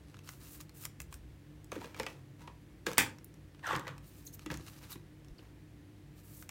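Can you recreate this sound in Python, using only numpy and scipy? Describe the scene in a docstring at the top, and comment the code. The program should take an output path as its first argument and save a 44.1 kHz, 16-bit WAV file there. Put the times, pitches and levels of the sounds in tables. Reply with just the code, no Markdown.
"""A trading card is slid into a soft plastic sleeve, close, in a small humming room: film hiss, rub, ticks.
Stiff plastic holders then knock and graze; one snaps loudly, and holder edges are scraped off the stack.
The sleeved card rustles, squeaks and ticks again among a few knocks, then gives a last faint rustle.
Slides are slip noise under stroke envelopes; contacts are noise bursts through plastic and table
resonances; squeaks are gliding sines; the steady room is shaped noise and hum lines."""
import sys
import numpy as np
from scipy import signal
from scipy.fft import rfft, irfft, next_fast_len
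from scipy.io import wavfile
from scipy.ndimage import map_coordinates

SR = 44100
rng = np.random.default_rng(int(sys.argv[2]) if len(sys.argv) > 2 else 0)


def transcribe(u):
    """Save the signal u as a 16-bit wav file named by the first command-line argument.

    u: samples, shape (n,) or (channels, n), limited to [-1, 1]; the rate is SR.
    q: integer samples, one column per channel.
    """
    v = np.clip(np.atleast_2d(u).T, -1, 1)
    q = np.round(v * 32767).astype(np.int16)
    wavfile.write(sys.argv[1], SR, q)


N = 286650
TIME = np.arange(N) / SR  # s
HIT = TIME[:SR // 4]  # s, span of one contact

# pushes of film over card: peak_s, rise_s, fade_t60_s, hiss_db, rub_db
PUSHES = [(.16, 0.24, 0.39, -84, -71.5), (0.295, 0.063, 0.59, -58.5, -61.5), (0.46, .06, 0.26, -66, -66),
          (0.555, 0.16, 0.15, -54.5, -66), (0.61, 0.018, 0.096, -58, -56), (0.848, 0.11, .09, -48.5, -63),
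          (1.008, 0.015, 0.11, -56, -59), (1.14, 0.035, 0.13, -59, -61.5),
          (4.075, 0.056, 0.42, -61.5, -65.5), (4.2, 0.087, 0.25, -64, -67),
          (4.272, 0.029, 0.12, -52.5, -71), (4.345, 0.025, 0.077, -55, -66.5),
          (4.43, 0.064, 0.22, -70, -67), (4.69, 0.11, 0.57, -61, -59.5), (4.79, 0.037, .06, -70, -64),
          (4.835, 0.033, 0.44, -66.5, -60.5), (4.931, 0.042, 0.09, -50.5, -53.5),
          (6.18, 0.049, 0.63, -69, -71.5), (6.35, 0.12, 0.35, -56.5, -73.5), (6.42, 0.054, 0.13, -60, -77)]
# film hiss spectrum: freq_hz, relative_db
HISS_SPECTRUM = [(2350, -18), (4000, -13), (7660, -3.5), (11800, -4), (13400, -0.5), (15100, 0.5),
                 (16000, -7.5)]
# finger rub spectrum: freq_hz, relative_db
RUB_SPECTRUM = [(410, -26), (700, -10), (1180, 0), (2190, -7.5), (2750, -2.5), (3360, -8.5), (3970, -3),
                (12000, -13.5), (15600, -48), (22000, -120)]
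# card edge and sleeve ticks: start_s, level_db, brightness_db, ring_hz
TICKS = [(0.143, -82.5, -11.5, 1070), (.168, -84, -7, 1470), (0.1899, -78, -4, 1100),
         (0.29, -65.5, -2, 1500), (0.6102, -72, 7, 6800), (0.694, -78.5, 0, 4300), (0.852, -58, 3, 7140),
         (0.861, -72, -1, 1240), (1.002, -63.5, 1, 2610), (1.017, -71, 5, 7580), (1.126, -71.5, -3, 1090),
         (1.141, -70.5, 1, 8560), (1.644, -81.5, 5, 7960), (1.976, -78, -7, 2500), (2.932, -65, 0, 6000),
         (3.185, -80.5, -4, 5600), (3.244, -79.5, 16, 8830), (3.341, -84.5, 0, 5670),
         (3.547, -89.5, -10, 1120), (3.593, -88.5, -11, 1720), (3.668, -67.5, -3, 6030),
         (3.762, -67, 1, 5060), (3.795, -70.5, 1, 7460), (3.98, -76.5, -3, 915), (4.3931, -74.5, -2, 1330),
         (4.572, -71.5, 2, 6500), (5.246, -85.5, -3, 5450), (5.283, -85, 0, 5450),
         (6.4248, -73.5, -1, 1520), (6.4914, -65, -1.5, 2460)]
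# squeaks of film and groans of holders: start_s, length_s, start_hz, end_hz, level_db
SQUEAKS = [(1.757, 0.043, 335, 275, -46.5), (2.39, .14, 950, 967, -66), (4.25, .022, 11500, 14100, -63),
           (4.265, 0.0097, 7200, 6200, -49), (4.271, 0.013, 4400, 3700, -59.5),
           (4.33, 0.017, 5000, 7950, -60), (4.337, .014, 12500, 14000, -56),
           (4.903, 0.011, 14000, 11100, -53.5), (4.916, 0.015, 10500, 13000, -52),
           (4.915, 0.029, 4000, 3660, -58), (5.381, 0.01, 4900, 4550, -61)]
# holders knocking on the stack: start_s, clack_db, thud_over_clack_db, crack_over_clack_db, thud_hz, ring_hz
KNOCKS = [(1.718, -57.5, 2.5, -5.5, 536, 1110), (1.76, -67, 12.5, -14, 287, 1520),
          (1.815, -68, 6.5, -11, 880, 930), (1.843, -62.5, -1, -25, 597, 1130),
          (1.945, -64, -5, -16, 494, 2280), (1.998, -51.5, 0.5, -6.5, 527, 910),
          (2.032, -61.5, -2, -5, 427, 2140), (2.065, -53, -14, -15, 495, 2580),
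          (2.475, -66, 3, -25, 935, 940), (2.866, -48, -2, -7, 385, 1620),
          (2.882, -66, 12.5, -12, 460, 1200), (3.729, -54, -1, -19, 400, 1270),
          (3.752, -52, 0, -22, 164, 1860), (3.869, -59.5, -2, -26, 580, 1940),
          (3.879, -57.5, -12, -16, 400, 1140), (4.461, -61, 7.5, -7, 260, 1250),
          (4.502, -55.5, 4, -20, 189, 1700), (4.513, -60, 2, -8, 400, 1230),
          (4.541, -68.5, 8, 4, 248, 5900), (4.597, -74, 8, -7, 302, 1210), (4.956, -71, 9.5, -8, 251, 990),
          (5.391, -74.5, 4, -20, 420, 3000)]
# holder resonances: centre_hz, width_hz, relative_db
PLASTIC_MODES = [(1000, 440, -2.5), (1646, 69, 4), (1970, 45, 1), (2281, 24, -0.5), (2482, 25, 0),
                 (2972, 40, -10.5), (3540, 230, -11)]
# table top resonances: centre_hz, width_hz, relative_db
TABLE_MODES = [(133, 31, 4), (233.8, 60, -8.5), (313, 44, 0.5), (521, 75, 1.5)]
# bent holder springing back: start_s, level_db
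SNAPS = [(2.9809, -3.5)]
# chatter spectrum after the snap: freq_hz, relative_db
SNAP_SPECTRUM = [(60, -29.5), (110, -4.5), (520, -4), (690, -8.5), (860, -2), (1650, -1.5), (1950, 0),
                 (2550, 2), (2800, -9), (3400, -2), (3900, -13), (7900, -16.5), (10500, -20.5),
                 (16000, -20)]
# holder pulled off the stack: start_s, length_s, level_db
PULLS = [(3.619, 0.13, -37.5), (3.825, 0.063, -51.5)]
# edge scrape spectrum: freq_hz, relative_db
SCRAPE_SPECTRUM = [(320, -40), (550, -8), (644, -8.5), (691, -10.5), (916, 3), (1300, -7), (1490, -1),
                   (1870, -0.5), (2370, -17.5), (3550, -16.5), (4500, -30), (5850, -60), (9900, -120)]
# bright grit spectrum of the scrape: freq_hz, relative_db
GRIT_SPECTRUM = [(1470, -38), (2500, -7), (5350, -11), (8400, -13), (10100, -22), (14500, -18),
                 (16000, -33)]
# holders grazing each other: peak_s, rise_s, fade_t60_s, level_db
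GRAZES = [(1.728, .012, 0.55, -52), (1.85, 0.058, 0.59, -58), (2.0, 0.044, 0.38, -52.5),
          (2.1, .04, .35, -59), (2.425, 0.042, 0.33, -59.5), (2.872, 0.012, 0.19, -39.5),
          (2.93, 0.034, 0.29, -53.5), (4.52, 0.021, 0.28, -49.5), (4.7, 0.044, 0.87, -67),
          (4.83, 0.022, 0.38, -60.5), (5.395, 0.02, 0.5, -64)]
# graze spectrum: freq_hz, relative_db
GRAZE_SPECTRUM = [(90, -25.5), (140, -5), (260, -2.5), (400, -11.5), (520, -4.5), (680, -10), (950, -4.5),
                  (1400, -9.5), (2500, -10.5), (3200, -15), (7000, -19.5), (10000, -25), (16000, -25)]
# soft bumps of the hands: start_s, length_s, pitch_hz, level_db
BUMPS = [(0.9, 0.56, 63, -55), (3.87, 0.12, 153, -55.5), (4.483, 0.2, 71.5, -54.5), (5.279, 0.099, 40, -55)]
# room hiss spectrum: freq_hz, relative_db
AIR_SPECTRUM = [(260, -29), (450, -3), (563, -7), (589, -7.5), (1220, -14.5), (1490, -14.5), (1700, -11.5),
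                (5220, -22.5), (14200, -28.5), (16000, -28)]
# low room drone spectrum: freq_hz, relative_db
DRONE_SPECTRUM = [(20, -31), (42, -16.5), (57, 1.5), (75, -13.5), (100, -3), (120, -12), (145, -4.5),
                  (175, -8), (245, -14.5), (305, -10), (360, -14.5), (450, -23.5), (700, -40)]
# mains and fan lines: freq_hz, level_db
HUM_LINES = [(60, -65), (100, -61.5), (143, -62), (301, -65.5)]
# decay of the room: freq_hz, t60_s
ROOM_DECAY = [(120, 0.57), (500, 0.38), (2000, 0.23), (6000, 0.23), (15000, 0.16)]

HISS_SWELL_DB, RUB_SWELL_DB = 16, 11  # the hiss follows speed more steeply than the rub
GRAZE_SWELL_DB = 7.5
GRIP_S, PULL_GRIP_S = 0.0087, 0.022  # time to start sliding; the stiff holder takes longer
PULL_ATTACK_S, PULL_SWELL_DB, PULL_T60_S = 0.061, 13.5, 0.25
SING_HZ, SINK_HZ_PER_S, SING_LOW_HZ, SING_CUTOFF_HZ = 1730, 7200, 1105, 130
SING_DB, GRIT_DB, RUMBLE_DB = -2.5, -14, -8.5  # re scrape
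RUMBLE_LAG_S = 0.048  # the table takes up the judder late
SIZZLE_DB, TICK_RING_DB = -4, -1  # re click
KNOCK_RING_DB = 1.5
AIR_DB, DRONE_DB = -67.5, -58
TOP_HZ = 16000


def amp(db):
    """Decibels to gain."""
    return 10 ** (np.asarray(db) / 20)


def unit(x):
    """Scale to rms 1."""
    return x / np.sqrt(np.mean(x ** 2) + 1e-20)


def along(points, hz):
    """(freq_hz, value) points interpolated on a log frequency axis."""
    point_hz, value = np.transpose(points)
    return np.interp(np.log(hz + 1), np.log(point_hz + 1), value)


def wobble(rate_hz):
    """Smooth random curve, rate_hz knots a second."""
    knots = rng.standard_normal(int(N * rate_hz / SR) + 4)
    return map_coordinates(knots, [TIME * rate_hz])


def add(track, start_s, sound):
    """Mix a sound into a track at start_s."""
    part = track[max(0, round(start_s * SR)):][:len(sound)]
    part += sound[:len(part)]


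def filtered(x, response):
    """x times a response of frequency, zero-padded."""
    size = next_fast_len(len(x) + 8192)
    return irfft(rfft(x, size) * response(np.fft.rfftfreq(size, 1 / SR)), size)[:len(x)]


def coloured(x, spectrum, size=4096):
    """x through a causal minimum-phase filter of the given spectrum, at rms 1."""
    gain = amp(along(spectrum, np.fft.rfftfreq(size, 1 / SR)))
    cepstrum = irfft(np.log(np.maximum(gain, 1e-6)))
    cepstrum[1:size // 2] *= 2  # fold to minimum phase
    cepstrum[size // 2 + 1:] = 0
    impulse = irfft(np.exp(rfft(cepstrum)))
    return unit(signal.fftconvolve(x, impulse)[:len(x)])


def band(x, lo_hz, hi_hz, order=2):
    """Causal band-pass, at rms 1."""
    edges_hz = [lo_hz, min(hi_hz, SR / 2 - 100)]
    return unit(signal.sosfilt(signal.butter(order, edges_hz, 'band', fs=SR, output='sos'), x))


def ringing(x, modes):
    """x through the resonances of a body, alternating in sign, at rms 1."""
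    def response(f):
        total = 0
        for k, (centre_hz, width_hz, db) in enumerate(modes):
            damping = 1j * f * width_hz
            total = total + (-1) ** k * amp(db) * damping / (centre_hz ** 2 - f * f + damping)
        return total
    return unit(filtered(x, response))


def ring(hz, t60_s):
    """One briefly ringing resonance, at rms 1."""
    return unit(np.sin(2 * np.pi * hz * HIT) * amp(-60 * HIT / t60_s) * (1 - np.exp(-HIT / .0006)))


def burst(t60_s, attack_s=0.00023):
    """Dying noise chatter of one contact."""
    return rng.standard_normal(len(HIT)) * amp(-60 * HIT / t60_s) * (1 - np.exp(-HIT / attack_s))


def friction(rate_hz, smooth, decay_s):
    """Tiny slips of random size, rate_hz a second, each a brief scratch, over smooth rubbing noise."""
    slips = (rng.random(N) < rate_hz / SR) * rng.standard_normal(N) ** 2
    power = signal.lfilter([1], [1, -np.exp(-2 / (decay_s * SR))], slips)
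    scratches = unit(np.sqrt(power) * rng.standard_normal(N))
    return scratches + smooth * rng.standard_normal(N)


def stroke(peak_s, rise_s, t60_s, swell_db, hold_s=0, grip_s=GRIP_S):
    """Envelope of a slide: takes hold, swells by swell_db to its peak, holds and dies away."""
    t = TIME - peak_s
    grip = np.clip((t + rise_s) / grip_s, 0, 1)
    swell = swell_db * np.clip(t / rise_s, -1, 0)
    fade = 60 * np.maximum(t - hold_s, 0) / t60_s
    return grip * amp(swell - fade)


def in_room(x, wet_db, delay_s=.003):
    """Sound plus the answer of the table and near walls: a noise tail decaying by frequency."""
    hz, t, z = signal.stft(rng.standard_normal(SR // 2), SR, nperseg=256)
    decay = amp(-60 * t / along(ROOM_DECAY, hz)[:, None])
    tail = signal.istft(z * decay, SR, nperseg=256)[1]
    tail = np.pad(tail / np.linalg.norm(tail), (int(delay_s * SR), 0))
    return x + amp(wet_db) * signal.fftconvolve(x, tail)[:len(x)]


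def sleeve():
    """Thin film hisses over the card while the fingers rub and crinkle it lower down."""
    hiss = coloured(friction(rate_hz=2500, smooth=1.0, decay_s=0.00027), HISS_SPECTRUM)
    hiss = hiss * amp(1.3 * wobble(54))
    rub = coloured(friction(rate_hz=350, smooth=1.0, decay_s=0.0016), RUB_SPECTRUM)
    rub = rub * amp(3.0 * wobble(45))
    out = np.zeros(N)
    for peak_s, rise_s, t60_s, hiss_db, rub_db in PUSHES:
        out += amp(hiss_db) * stroke(peak_s, rise_s, t60_s, HISS_SWELL_DB) * hiss
        out += amp(rub_db) * stroke(peak_s, rise_s, t60_s, RUB_SWELL_DB) * rub
    return out


def ticks():
    """Card edge catches and film flicks: short, nearly dry; bright ticks trade flex for sizzle."""
    out = np.zeros(N)
    for start_s, db, bright_db, ring_hz in TICKS:
        flex = amp(-bright_db) * band(burst(t60_s=0.02, attack_s=0.00033), 800, 3150)
        click = band(burst(t60_s=0.0061, attack_s=0.00036), 4900, 8700, order=3)
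        sizzle = band(burst(t60_s=0.012, attack_s=0.0011), 9300, 15800, order=3)
        sizzle = amp(SIZZLE_DB + bright_db) * sizzle
        ping = amp(TICK_RING_DB) * ring(ring_hz, t60_s=.012)  # the flicked patch rings
        add(out, start_s, amp(db) * in_room(flex + click + sizzle + ping, wet_db=-12.5))
    return out


def squeaks():
    """Plastic sticks and slips so fast that it chirps or groans: gliding sines of unsteady pitch."""
    out = np.zeros(N)
    for start_s, length_s, start_hz, end_hz, db in SQUEAKS:
        u = np.linspace(0, 1, int(length_s * SR))
        glide_hz = start_hz + (end_hz - start_hz) * u
        hz = glide_hz * (1 + 0.052 * wobble(1460)[:len(u)])
        chirp = np.sin(np.pi * u) * np.sin(2 * np.pi * np.cumsum(hz) / SR)
        add(out, start_s, amp(db) * unit(chirp))
    return in_room(out, wet_db=-10.5)


def knocks():
    """Each contact cracks at the edge, rings the holder and thuds into the table."""
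    crack_spectrum = [(2000, -21.0), (3600, 0), (7500, -2.0), (11000, -12), (16000, -13)]  # Hz, dB
    out = np.zeros(N)
    for start_s, db, thud_db, crack_db, thud_hz, ring_hz in KNOCKS:
        push = burst(t60_s=0.027, attack_s=.001)
        thud = ringing(push, TABLE_MODES) + .5 * band(push, 130, 1200)
        thud = band(thud, thud_hz * 0.76, thud_hz * 1.4)
        boom = amp(-8.5) * band(burst(t60_s=0.099, attack_s=0.011), 115, 230)  # whole table, slower
        body = 1.03 * ringing(burst(t60_s=0.0033), PLASTIC_MODES)
        rattle = 1.3 * band(burst(t60_s=0.028, attack_s=.0015), 850, 3200)
        ping = amp(KNOCK_RING_DB) * ring(ring_hz, t60_s=.018)  # favoured by the point of contact
        clack = unit(body + rattle + ping)
        crack = coloured(burst(t60_s=0.0054, attack_s=0.0033), crack_spectrum)
        brush = amp(-18.0) * band(burst(t60_s=.03), 900, 9000, order=1)
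        knock = clack + amp(thud_db) * (thud + boom) + amp(crack_db) * crack
        add(out, start_s, amp(db) * in_room(knock, wet_db=-9.0))
        add(out, start_s - .004, amp(db + crack_db) * brush)  # edges brush just before they meet
    return out


def snap():
    """A bent holder creeps, lets go with a sharp crack and rings against the stack."""
    crack_spectrum = [(500, -21.5), (1800, -4.5), (4500, -4.0), (8000, -3.0), (11000, -7.5),
                      (16000, -2.5)]  # Hz, dB
    out = np.zeros(N)
    for start_s, db in SNAPS:
        creep = band(burst(t60_s=0.1), 1200, 3500) + 0.15 * band(burst(t60_s=.05), 3500, 14000)
        crack = coloured(burst(t60_s=0.011, attack_s=.0001), crack_spectrum)
        chatter = coloured(burst(t60_s=0.15) * amp(2.5 * wobble(350)[:len(HIT)]), SNAP_SPECTRUM)
        body = ringing(signal.unit_impulse(len(HIT)), PLASTIC_MODES)
        thud = ringing(burst(t60_s=0.0292), TABLE_MODES)
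        impact = amp(-30.5) * crack + amp(-32.5) * chatter + amp(-45.5) * thud
        release = amp(-38.5) * body + in_room(impact, wet_db=-4.5)
        add(out, start_s - .008, amp(db - 52) * creep)
        add(out, start_s + 0.00043, amp(db) * release)
    return out


def drag():
    """A holder's edge judders over the stack; its resonance sinks as more of it comes free."""
    out = np.zeros(N)
    lowpass = signal.butter(2, SING_CUTOFF_HZ, fs=SR, output='sos')
    for start_s, length_s, db in PULLS:
        pull = stroke(start_s + PULL_ATTACK_S, PULL_ATTACK_S, PULL_T60_S, PULL_SWELL_DB,
                      hold_s=length_s - PULL_ATTACK_S, grip_s=PULL_GRIP_S)
        centre_hz = np.clip(SING_HZ - SINK_HZ_PER_S * (TIME - start_s), SING_LOW_HZ, SING_HZ)
        slips = friction(rate_hz=530, smooth=0.98, decay_s=0.0014)
        # shift centre_hz to 0 Hz, low-pass, shift back: a moving resonance
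        turn = np.exp(2j * np.pi * np.cumsum(centre_hz) / SR)
        sing = unit(np.real(turn * signal.sosfilt(lowpass, slips / turn)))
        scrape = coloured(slips, SCRAPE_SPECTRUM) + amp(SING_DB) * sing
        scrape = scrape + amp(GRIT_DB) * coloured(slips, GRIT_SPECTRUM)
        rumble = amp(RUMBLE_DB) * band(ringing(slips, TABLE_MODES), 106, 410)
        late_pull = np.interp(TIME - RUMBLE_LAG_S, TIME, pull)
        out += amp(db) * (pull * scrape + late_pull * rumble)
    return in_room(out, wet_db=-9.5)


def shuffle():
    """Holders graze each other around the knocks: coarse slip noise under strokes."""
    graze = coloured(friction(rate_hz=290, smooth=.8, decay_s=0.0017), GRAZE_SPECTRUM)
    level = np.zeros(N)
    for peak_s, rise_s, t60_s, db in GRAZES:
        level += amp(db) * stroke(peak_s, rise_s, t60_s, GRAZE_SWELL_DB)
    return in_room(level * graze, wet_db=-9.0)


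def bumps():
    """Moving hands stir a low, soft rumble: narrow noise under a smooth swell."""
    out = np.zeros(N)
    for start_s, length_s, hz, db in BUMPS:
        swell = np.hanning(int(length_s * SR))
        rumble = band(rng.standard_normal(N), hz * 0.81, hz * 1.11)[-len(swell):]
        add(out, start_s, amp(db) * unit(swell * rumble))
    return out


def room_tone():
    """Ventilation: a faint even hiss, a drone in the room's low modes and wavering hum lines."""
    hiss = amp(AIR_DB) * coloured(rng.standard_normal(N), AIR_SPECTRUM)

    def drone_gain(hz):
        above_top = hz > DRONE_SPECTRUM[-1][0]
        return amp(along(DRONE_SPECTRUM, hz) - 120 * above_top)
    drone = amp(DRONE_DB) * unit(filtered(rng.standard_normal(N), drone_gain))
    hum = np.zeros(N)
    for hz, db in HUM_LINES:
        level = 1 + 0.3 * wobble(11)
        phase = 2 * np.pi * hz * TIME + 2.11 * wobble(9.7)
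        hum += amp(db) * unit(level * np.sin(phase))
    return hiss + drone + hum


def scene():
    """Mono sum: sleeve, holders, hands and room."""
    card = sleeve() + ticks() + squeaks()
    holders = knocks() + snap() + drag() + shuffle()
    return (card + holders + bumps() + room_tone())[None]


def record(dry):
    """Band limit: a 200 Hz wide linear roll-off centred on TOP_HZ."""
    def response(hz):
        return np.clip((TOP_HZ - hz) / 200 + .5, 0, 1)
    return np.array([filtered(channel, response) for channel in dry])


dry = scene()
out = record(dry)
transcribe(out)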